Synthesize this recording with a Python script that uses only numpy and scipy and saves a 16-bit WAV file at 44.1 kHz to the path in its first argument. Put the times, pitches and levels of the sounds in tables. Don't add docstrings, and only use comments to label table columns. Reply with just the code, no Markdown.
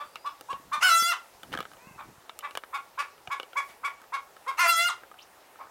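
import sys
import numpy as np
from scipy import signal
from scipy.io import wavfile
from scipy.ndimage import uniform_filter1d

SR = 44100
rng = np.random.default_rng(int(sys.argv[2]) if len(sys.argv) > 2 else 0)


def ratio_of_db(decibels):
    return 10 ** (np.asarray(decibels, float) / 20)


def waveform_to_disk(signal):
    frames = np.transpose(np.atleast_2d(signal))
    scaled = np.clip(frames, -1, 1) * 32767
    samples = np.round(scaled).astype(np.int16)
    wavfile.write(sys.argv[1], SR, samples)


N = 251370

# (frequency [Hz], level [dB])
HUM_SPECTRUM = [(15, -47), (25, -12), (64, -9), (195, -13), (439, -3), (503, -2.5), (1070, 0.5),
                (1440, -16), (1840, -2), (2160, -11), (3920, -16), (14800, -20.5), (16000, -25)]
HUM_DB, LEAVES_DB, WIND_DB, RUB_DB = -56, -69.5, -83.5, -80
# (peak time [s], rise [s], fall [s], level above calm [dB])
WIND_GUSTS = [
    (.55, 0.12, .55, 24.5),
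    (1.55, 0.31, .28, 28.5),
    (1.95, 0.22, 0.72, 25),
    (3.7, 0.63, 0.089, 3),
]
# (peak time [s], rise [s], fall [s], level above calm [dB])
LEAF_SHIVERS = [
    (1.47, .9, 0.17, 5),
    (3.7, 0.29, 0.09, 19.5),
    (2.4, 0.2, 2.3, -19),
    (5.54, 0.95, 0.32, -13),
]
# (peak time [s], rise [s], fall [s], level above calm [dB])
SKIN_RUBS = [
    (1.54, 0.059, .04, 39),
    (1.61, 0.067, 0.084, 34.5),
    (2.58, 0.019, .03, 25),
    (3.7, 0.052, 0.11, 28),
]

# (time [s], peak level [dB], frequency [Hz])
GRIP_THUMPS = [(0.409, -45, 316), (0.533, -38, 133.8), (0.598, -41, 297), (0.779, -41, 212),
               (1.02, -36, 202), (1.349, -48, 79.4), (1.543, -35, 196), (1.553, -25.5, 299),
               (1.59, -29, 183), (1.607, -44, 290), (1.87, -34.5, 183), (1.91, -36.5, 169),
               (1.959, -43, 129.6), (2.098, -42, 153), (2.18, -41.5, 116), (2.557, -58, 239),
               (3.282, -35, 119), (3.4, -48, 290.3)]
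# (time [s], peak level [dB], hollow ring [dB], high ring [dB], crack [dB])
LONE_KNOCKS = [(0.157, -32.5, -40, 6.5, -16), (0.41, -38.5, 2, -3.5, 7), (0.5293, -35, 5, 4, -23),
               (1.0244, -29.5, -5, -4, -10), (2.295, -31.5, -36, 1.5, -32), (2.39, -39.5, -26, 4.5, 15.5),
               (2.4076, -48, -11, 10, -27), (2.5094, -37, -14, 1.5, -6), (2.5525, -23, -25, -6.5, -13),
               (2.5735, -22, -7, 1.5, -3), (2.6366, -25, -36, -12, -35), (3.1792, -44, -7, -2, -22),
               (3.274, -33, 2, 4.5, -16), (3.3991, -25.5, -2.5, 3.5, -18), (3.4306, -39, 3.5, 6.5, -9),
               (3.5316, -37.5, -4, 0, -18), (4.0164, -41.5, -12, -21, -4), (4.0402, -42, -24, -14, -20),
               (4.366, -35.5, -26, -14, -14), (5.035, -36.5, -5, -35, -29), (5.1148, -36.5, -17, -18, -16),
               (5.1416, -43, -6, -15, -9), (5.5573, -42, -11, -13, -19), (5.6702, -41, -8, -21, -18)]
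# (time [s], peak level [dB], firmness of the hold [dB])
FUMBLE_KNOCKS = [(1.4326, -35, -10), (1.528, -30, -8), (1.538, -23, 2), (1.5503, -24, 5),
                 (1.5744, -23.5, -1), (1.5883, -24, -2.5), (1.6047, -23, -5), (1.6276, -32, 0),
                 (1.6531, -30.5, 19), (1.716, -37.5, 6), (1.7343, -39, 0), (1.7687, -47, -5)]
# hollow ring, high ring, crack [dB]
FUMBLE_PART_DB = [-10.5, -8, -14.5]
# hollow ring, high ring, crack [dB/dB]
HOLD_DAMPING = [0.79, 1, 0.89]
# (frequency [Hz], level [dB], t60 [s])
CASING_MODES = [
    [(1283, 2.5, 0.028), (1545, 6, 0.01), (1080, -47, 0.042)],
    [(523, -12.5, 0.041), (765, -4, 0.014), (333, -13, 0.012)],
    [(2900, 2.5, 0.012), (3460, -11, 0.022), (2310, -0.5, 0.011)],
]

# (time [s], pitch [Hz], level [dB])
FAR_HEN_NOTE = [
    (1.78, 456, -67),
    (1.82, 502, -69),
    (1.88, 530, -62.5),
    (1.96, 510, -69),
    (1.98, 505, -83),
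]
# (time [s], pitch [Hz], level [dB], hoarseness [0-1.2])
BIRD_CALLS = [
    [(0, 4560, -63, 0.07), (.14, 4700, -67, 0.25), (.24, 4940, -61, 0.15), (.31, 5220, -59, 0.22),
     (.36, 5180, -78, 0.2)],
    [(5.178, 2460, -73, 0.96), (5.19, 2900, -48, 1), (5.205, 2900, -54, 1.18), (5.216, 4220, -56.5, 0.84),
     (5.232, 5840, -54, 0.7), (5.245, 6800, -70, 0.7)],
]

# (start [s], peak level [dB], highest second partial [Hz], beak opening [dB], half-pitch share [0-1])
CLUCK_CALLS = [(-0.012, -32, 1168, -6.5, 0.8), (0.243, -27, 1155, -12, 0.34),
               (0.4851, -26.5, 1113, -18, 0.24), (0.7144, -21.5, 1196, -2.5, 0.45),
               (1.977, -36, 1188, -0.5, 0.74), (2.4233, -31.5, 1161, 3.5, 1),
               (2.7267, -26.5, 1120, 2.5, .69), (2.974, -24.5, 1143, 2.5, 0.8),
               (3.2991, -25.5, 1128, 5, 0.41), (3.5544, -22, 1135, 9, 0.08), (3.8312, -25, 1137, 9, .42),
               (4.1201, -25.5, 1102, 4, 0.45), (4.463, -25, 1078, 1.7, 0.23), (5.5861, -38, 1154, -4, 0.2)]
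# (share of length [0-1], pitch re highest [ratio], level [dB], extra level of upper bands [dB])
CLUCK_ARCH = [
    (0, .78, -18.5, -67),
    (0.117, .88, -6.5, -13),
    (0.347, 1, -2, -0.5),
    (.6, 1.005, 2, -2),
    (0.85, 0.96, -8.5, -1),
    (1, 0.757, -3.5, -3),
]
# (frequency [Hz], level [dB])
CLUCK_THROAT_DB = [(560, -23), (800, -10), (1120, 5), (1450, -1), (1700, -7), (1950, -5), (2250, 9),
                   (2800, -17), (3200, -18), (3600, -13), (4300, -35), (6000, -39), (10000, -42.5),
                   (15500, -55.5)]
CLUCK_BAND_EDGES_HZ = [1330, 1900, 2600, 4200]
# (level re peak [dB], per opening [dB/dB], at full half-pitch [dB], per effort [dB/dB])
CLUCK_UPPER_BANDS = [(-16, 0.31, 10.5, 0.44), (-10.5, 1.0, 0.5, 0), (-16, -0.06, 8, 0.6),
                     (-17, 0.09, 4.9, 1.6)]
CLUCK_S, FULL_EFFORT_DB = 0.054, -24.5
FIRM_ROUGH, ROUGH_PER_WEAK_DB, WEAK_DB = 0.09, 0.06, -30

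# (time [s], pitch [Hz], level [dB], beak opening [dB], neck slack [dB])
SQUAWK_BODIES = [
    [(.827, 670, -24, 4, 4.5), (.837, 749, -18.5, -7.5, 2.5), (.874, 735.4, -23, -1, 5.5),
     (.91, 665.2, -19.5, -6.5, -3.5), (.965, 671, -21.5, -1.5, 0), (1.01, 677.7, -24, 5.5, -16),
     (1.055, 676.7, -27, 10, -7), (1.095, 700, -25, -5, 7), (1.12, 670, -29, 4.5, 4.5)],
    [(4.592, 667, -25.5, -0.5, 3.5), (4.61, 720.6, -24, 1.5, -4.5), (4.664, 666.5, -30, 4.5, 5),
     (4.7, 690.3, -18.5, 0, 5), (4.745, 659.3, -28, 2, -17), (4.796, 678.7, -26.5, 13.5, 4),
     (4.825, 689.5, -28, 7.5, 4.5), (4.862, 711.3, -28.5, -5, 8.5), (4.885, 700, -28, 4, 1)],
]
# (length [s], roughness [0-1], half-pitch share [0-1], roughness at snap [0-1], snap [s])
SQUAWK_RASPS = [
    (.066, .15, .17, .2, .018),
    (.072, .1, 1, .4, .009),
]
# (frequency [Hz], level [dB])
SQUAWK_THROAT_DB = [(340, -63), (680, -31.5), (1030, -12.5), (1360, -2), (1700, -20.5), (2050, -11.5),
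                    (2400, -17.5), (2750, 10), (3050, -9), (3500, -9.5), (4500, -14), (6300, -14.5),
                    (9500, -18.5), (16200, -28.5)]
SQUAWK_EDGE_RATIOS = [1.7, 2.3, 3.65, 4.5, 5.5]
# (level re second partial [dB], per opening [dB/dB], per slack [dB/dB], at full half-pitch [dB])
SQUAWK_PARTIAL_BANDS = [(-22.5, 0.5, 1.01, 22), (-11, 1.0, 0.5, 8.5), (-13, 0, 1.5, 5),
                        (-16, 1.0, -0.24, -5), (-7.5, 0.2747, 0, -0.5)]
ONSET_S, ONSET_PITCH_RATIO, ONSET_DB = 0.022, 0.83, -27
FALL_S, FALL_BREAK_SHARE, FALL_PITCH_RATIO, FALL_BREAK_DB, FALL_DB = 0.035, 0.64, 0.71, -3.5, -28
ONSET_ROUGH, CLEAR_ROUGH, FALL_ROUGH, SETTLE_S = 0.6, 0.03, 0.35, 0.012

# (delay [s], level [dB])
YARD_ECHOES = [(0.012, -9.5), (0.025, -11.5), (0.035, -11), (0.045, -15.5), (0.061, -28), (.079, -22),
               (.1, -40.5), (0.123, -30)]
YARD_T60_S, YARD_DB, WALL_CUT_HZ = 0.5, -26, 5200
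MIC_CUTOFF_HZ = 16050


def rms_one(x):
    return x / np.sqrt(np.mean(x ** 2) + 1e-20)


def peak_one(x):
    return x / np.abs(x).max()


def at_hz(points, hz):
    points_hz, points_db = np.array(points).T
    return np.interp(np.log(hz), np.log(points_hz), points_db)


def in_span(rows):
    s, *columns = np.transpose(rows)
    at = max(int(s[0] * SR), 0)
    t = np.arange(at, int(s[-1] * SR)) / SR
    return at, t, [np.interp(t, s, c) for c in columns]


def add(out, at, x):
    out[at:at + len(x)] += x[:len(out) - at]


def drift(rate_hz, size):
    r = np.exp(-2 * np.pi * rate_hz / SR)
    noise = rng.standard_normal(size + 4000)
    return rms_one(signal.lfilter([1], [1, -2 * r, r * r], noise)[4000:])


def band(x, low_hz, high_hz):
    return signal.sosfilt(signal.butter(2, [low_hz, high_hz], "band", fs=SR, output="sos"), x)


def noise_band(low_hz, high_hz):
    return rms_one(band(rng.standard_normal(N), low_hz, high_hz))


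def ring(clicks, hz, t60_s):
    r, w = ratio_of_db(-60 / (t60_s * SR)), 2 * np.pi * hz / SR
    return signal.lfilter([0, np.sin(w)], [1, -2 * r * np.cos(w), r * r], clicks + 1e-18)


def swells(calm_db, rows):
    t = np.arange(N) / SR
    return calm_db + sum(np.interp(t, [s - rise, s, s + fall], [0, db, 0]) for s, rise, fall, db in rows)


def hum():
    out = np.zeros(N)
    edges_hz = 22 * 2 ** np.arange(0, 9.6, 0.5)
    white = rng.standard_normal((2, N))
    for k, (low, high) in enumerate(zip(edges_hz, edges_hz[1:])):
        flicker = np.repeat(drift(300, N // 50 + 1), 50)[:N]
        level_db = at_hz(HUM_SPECTRUM, np.sqrt(low * high)) + 1.5 * flicker
        out += ratio_of_db(level_db) * band(white[k % 2], low, high)
    return ratio_of_db(HUM_DB) * rms_one(out)


def background():
    leaves = ratio_of_db(swells(LEAVES_DB, LEAF_SHIVERS)) * noise_band(3000, 14700)
    wind = ratio_of_db(swells(WIND_DB, WIND_GUSTS) + 5.4 * drift(4.6, N)) * noise_band(18, 270)
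    rub = ratio_of_db(swells(RUB_DB, SKIN_RUBS) + 4 * drift(90, N)) * noise_band(230, 2500)
    return hum() + leaves + wind + rub


def thumps():
    out, t = np.zeros(N), np.arange(int(0.08 * SR)) / SR
    for s, db, hz in GRIP_THUMPS:
        push = t / 0.0042 * np.exp(1 - t / 0.0023)
        add(out, int(s * SR), ratio_of_db(db - 2) * np.sin(2 * np.pi * hz * t) * push)
    return out


def knocks():
    out, t = np.zeros(N), np.arange(2000) / SR
    damping = np.array(HOLD_DAMPING)
    fumble = [(s, db, *(FUMBLE_PART_DB - hold_db * damping)) for s, db, hold_db in FUMBLE_KNOCKS]
    rows = LONE_KNOCKS + fumble
    chance = rng.standard_normal((len(rows), 3, 3, 2))
    for (s, db, low_db, high_db, crack_db), grips in zip(rows, chance):
        contact = rng.standard_normal(len(t)) * (np.exp(-t / 0.0012) + 0.18 * np.exp(-t / 0.0096))
        crack = rng.standard_normal(len(t)) * ratio_of_db(-60 * t / 0.012)
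        tick = ratio_of_db(crack_db) * peak_one(band(crack, 4000, 18000))
        for modes, group_db, grip in zip(CASING_MODES, [0, low_db, high_db], grips):
            rings = np.zeros(len(t))
            for (hz, mode_db, t60_s), (tune, strength) in zip(modes, grip):
                rings += ratio_of_db(mode_db + 2 * strength) * ring(contact, hz * np.exp(0.03 * tune), t60_s)
            tick += ratio_of_db(group_db) * peak_one(rings)
        add(out, int(s * SR), ratio_of_db(db) * tick)
    return band(out, 440, 22000)


def far_hen():
    out = np.zeros(N)
    at, t, (hz, level_db) = in_span(FAR_HEN_NOTE)
    phase = 2 * np.pi * np.cumsum(hz * (1 + 0.017 * drift(60, len(t)))) / SR
    partials = sum(ratio_of_db(db) * np.sin(k * phase) for k, db in enumerate([-25, 8.5, 1.5, 1, 6.5], 1))
    add(out, at, ratio_of_db(level_db) * partials)
    return out


def small_bird():
    out = np.zeros(N)
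    for rows in BIRD_CALLS:
        at, t, (hz, level_db, hoarse) = in_span(rows)
        phase = 2 * np.pi * np.cumsum(hz * (1 + 0.1 * hoarse * drift(400, len(t)))) / SR
        add(out, at, ratio_of_db(level_db) * (1 + hoarse * drift(300, len(t))) * np.sin(phase))
    return out


def syrinx(t, hz, bands_db, rough, half, throat, edges_hz, wander_db):
    hz = hz * (1 + 0.0016 * drift(55, len(t)) + 0.016 * rough * drift(270, len(t)))
    phase = np.pi * np.cumsum(hz) / SR
    groups = np.zeros((len(bands_db), len(t)))
    blur = [drift(91, len(t)) for _ in range(6)]
    for k in range(1, int(32400 / np.median(hz))):
        partial_hz = k * hz / 2
        shake_db = wander_db * np.sin(2 * np.pi * (rng.uniform(4, 12) * t + rng.random()))
        strength = ratio_of_db(at_hz(throat, partial_hz) + shake_db) * (partial_hz < 16200)
        if k % 2:
            strength = strength * half
        spread = 2 * np.pi if k < 11 else 2.0
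        jitter = (1.4 * rough + (0.014 + 0.22 * rough) * k) * blur[k % 6]
        wave = np.sin(k * phase + spread * rng.random() + jitter)
        partial = strength * (1 + 1.4 * rough * blur[(k + 3) % 6]) * wave
        above = [1] + [np.clip((partial_hz / e - 1) * 8 + 0.5, 0, 1) for e in edges_hz] + [0]
        for g in range(len(groups)):
            groups[g] += (above[g] - above[g + 1]) * partial
    groups /= np.sqrt(uniform_filter1d(groups ** 2, size=700, axis=1) + 1e-9)
    edge = np.clip(np.minimum(t - t[0], t[-1] - t) / 0.0019, 0, 1)
    return edge * np.sum(ratio_of_db(np.array(bands_db)) * groups, axis=0)


def cluck(s, db, hz, beak_db, half):
    arch = [(s + CLUCK_S * share, *rest) for share, *rest in CLUCK_ARCH]
    at, t, (bend, level_db, late_db) = in_span(arch)
    level_db = level_db + db - 4.0
    effort_db = min(db - FULL_EFFORT_DB, 0)
    half = np.clip(half, 0, 1)
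    bands_db = [level_db]
    for k, (base, opens, halves, push) in enumerate(CLUCK_UPPER_BANDS):
        band_db = base + opens * beak_db + halves * half + push * effort_db
        bands_db.append(level_db + band_db + 0.71 * k * late_db)
    rough = FIRM_ROUGH + ROUGH_PER_WEAK_DB * max(WEAK_DB - db, 0)
    voice = syrinx(t, bend * hz / 2, bands_db, rough, half, CLUCK_THROAT_DB, CLUCK_BAND_EDGES_HZ, wander_db=5.5)
    return at, voice


def squawk(body, rasp):
    (s, hz, db, *pose), (end, end_hz, end_db, *_) = body[0], body[-1]
    fall_hz = end_hz * FALL_PITCH_RATIO
    rows = [(s - ONSET_S, hz * ONSET_PITCH_RATIO, db + ONSET_DB, *pose),
            *body,
            (end + FALL_S * FALL_BREAK_SHARE, fall_hz, end_db + FALL_BREAK_DB, 0, 0),
            (end + FALL_S, fall_hz * 1.4, end_db + FALL_DB, 0, 0)]
    at, t, (hz, db, beak_db, slack_db) = in_span(rows)
    length_s, rasp_rough, rasp_half, snap_rough, snap_s = rasp
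    clear = s + length_s
    stages = [s - ONSET_S, s + SETTLE_S, clear - SETTLE_S / 2, clear + SETTLE_S / 2,
              clear + snap_s, end - SETTLE_S / 2, end + FALL_S]
    rough = np.interp(t, stages, [ONSET_ROUGH, rasp_rough, rasp_rough, snap_rough,
                                  CLEAR_ROUGH, CLEAR_ROUGH, FALL_ROUGH])
    half = np.interp(t, stages, [0.6, rasp_half, rasp_half, 0.5 * rasp_half, 0.007, 0.007, 0.55])
    low, *upper = [db + base + opens * beak_db + slackens * slack_db + halves * half
                   for base, opens, slackens, halves in SQUAWK_PARTIAL_BANDS]
    edges_hz = np.outer(SQUAWK_EDGE_RATIOS, hz)
    return at, syrinx(t, hz, [low, db, *upper], rough, half, SQUAWK_THROAT_DB, edges_hz, wander_db=8.0)


def hen():
    out = np.zeros(N)
    for row in CLUCK_CALLS:
        add(out, *cluck(*row))
    for body, rasp in zip(SQUAWK_BODIES, SQUAWK_RASPS):
        add(out, *squawk(body, rasp))
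    return signal.sosfilt(signal.butter(4, 430, "high", fs=SR, output="sos"), out)


def yard(x):
    size = int(YARD_T60_S * SR)
    n = np.arange(size)
    build_up = np.clip(n / SR / 0.026, 0, 1)
    tail = ratio_of_db(YARD_DB - 60 * n / size) * rng.standard_normal(size) * build_up / 30
    for delay_s, db in YARD_ECHOES:
        tail[int(delay_s * SR)] += ratio_of_db(db)
    tail = signal.sosfilt(signal.butter(1, WALL_CUT_HZ, fs=SR, output="sos"), tail)
    return x + signal.fftconvolve(x, tail)[:N]


def scene():
    ticks = knocks()
    airborne = yard(hen() + far_hen() + small_bird() + 0.065 * ticks)
    return (airborne + 0.94 * ticks + thumps() + background())[None]


def low_pass(x):
    return signal.sosfilt(signal.butter(12, 16670, fs=SR, output="sos"), x)


def record(dry):
    thin = signal.sosfilt(signal.butter(1, 50, "high", fs=SR, output="sos"), dry)
    mix = signal.sosfilt(signal.ellip(10, 0.5, 70, MIC_CUTOFF_HZ, fs=SR, output="sos"), thin)
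    return low_pass(mix)


dry = scene()
out = record(dry)
waveform_to_disk(out)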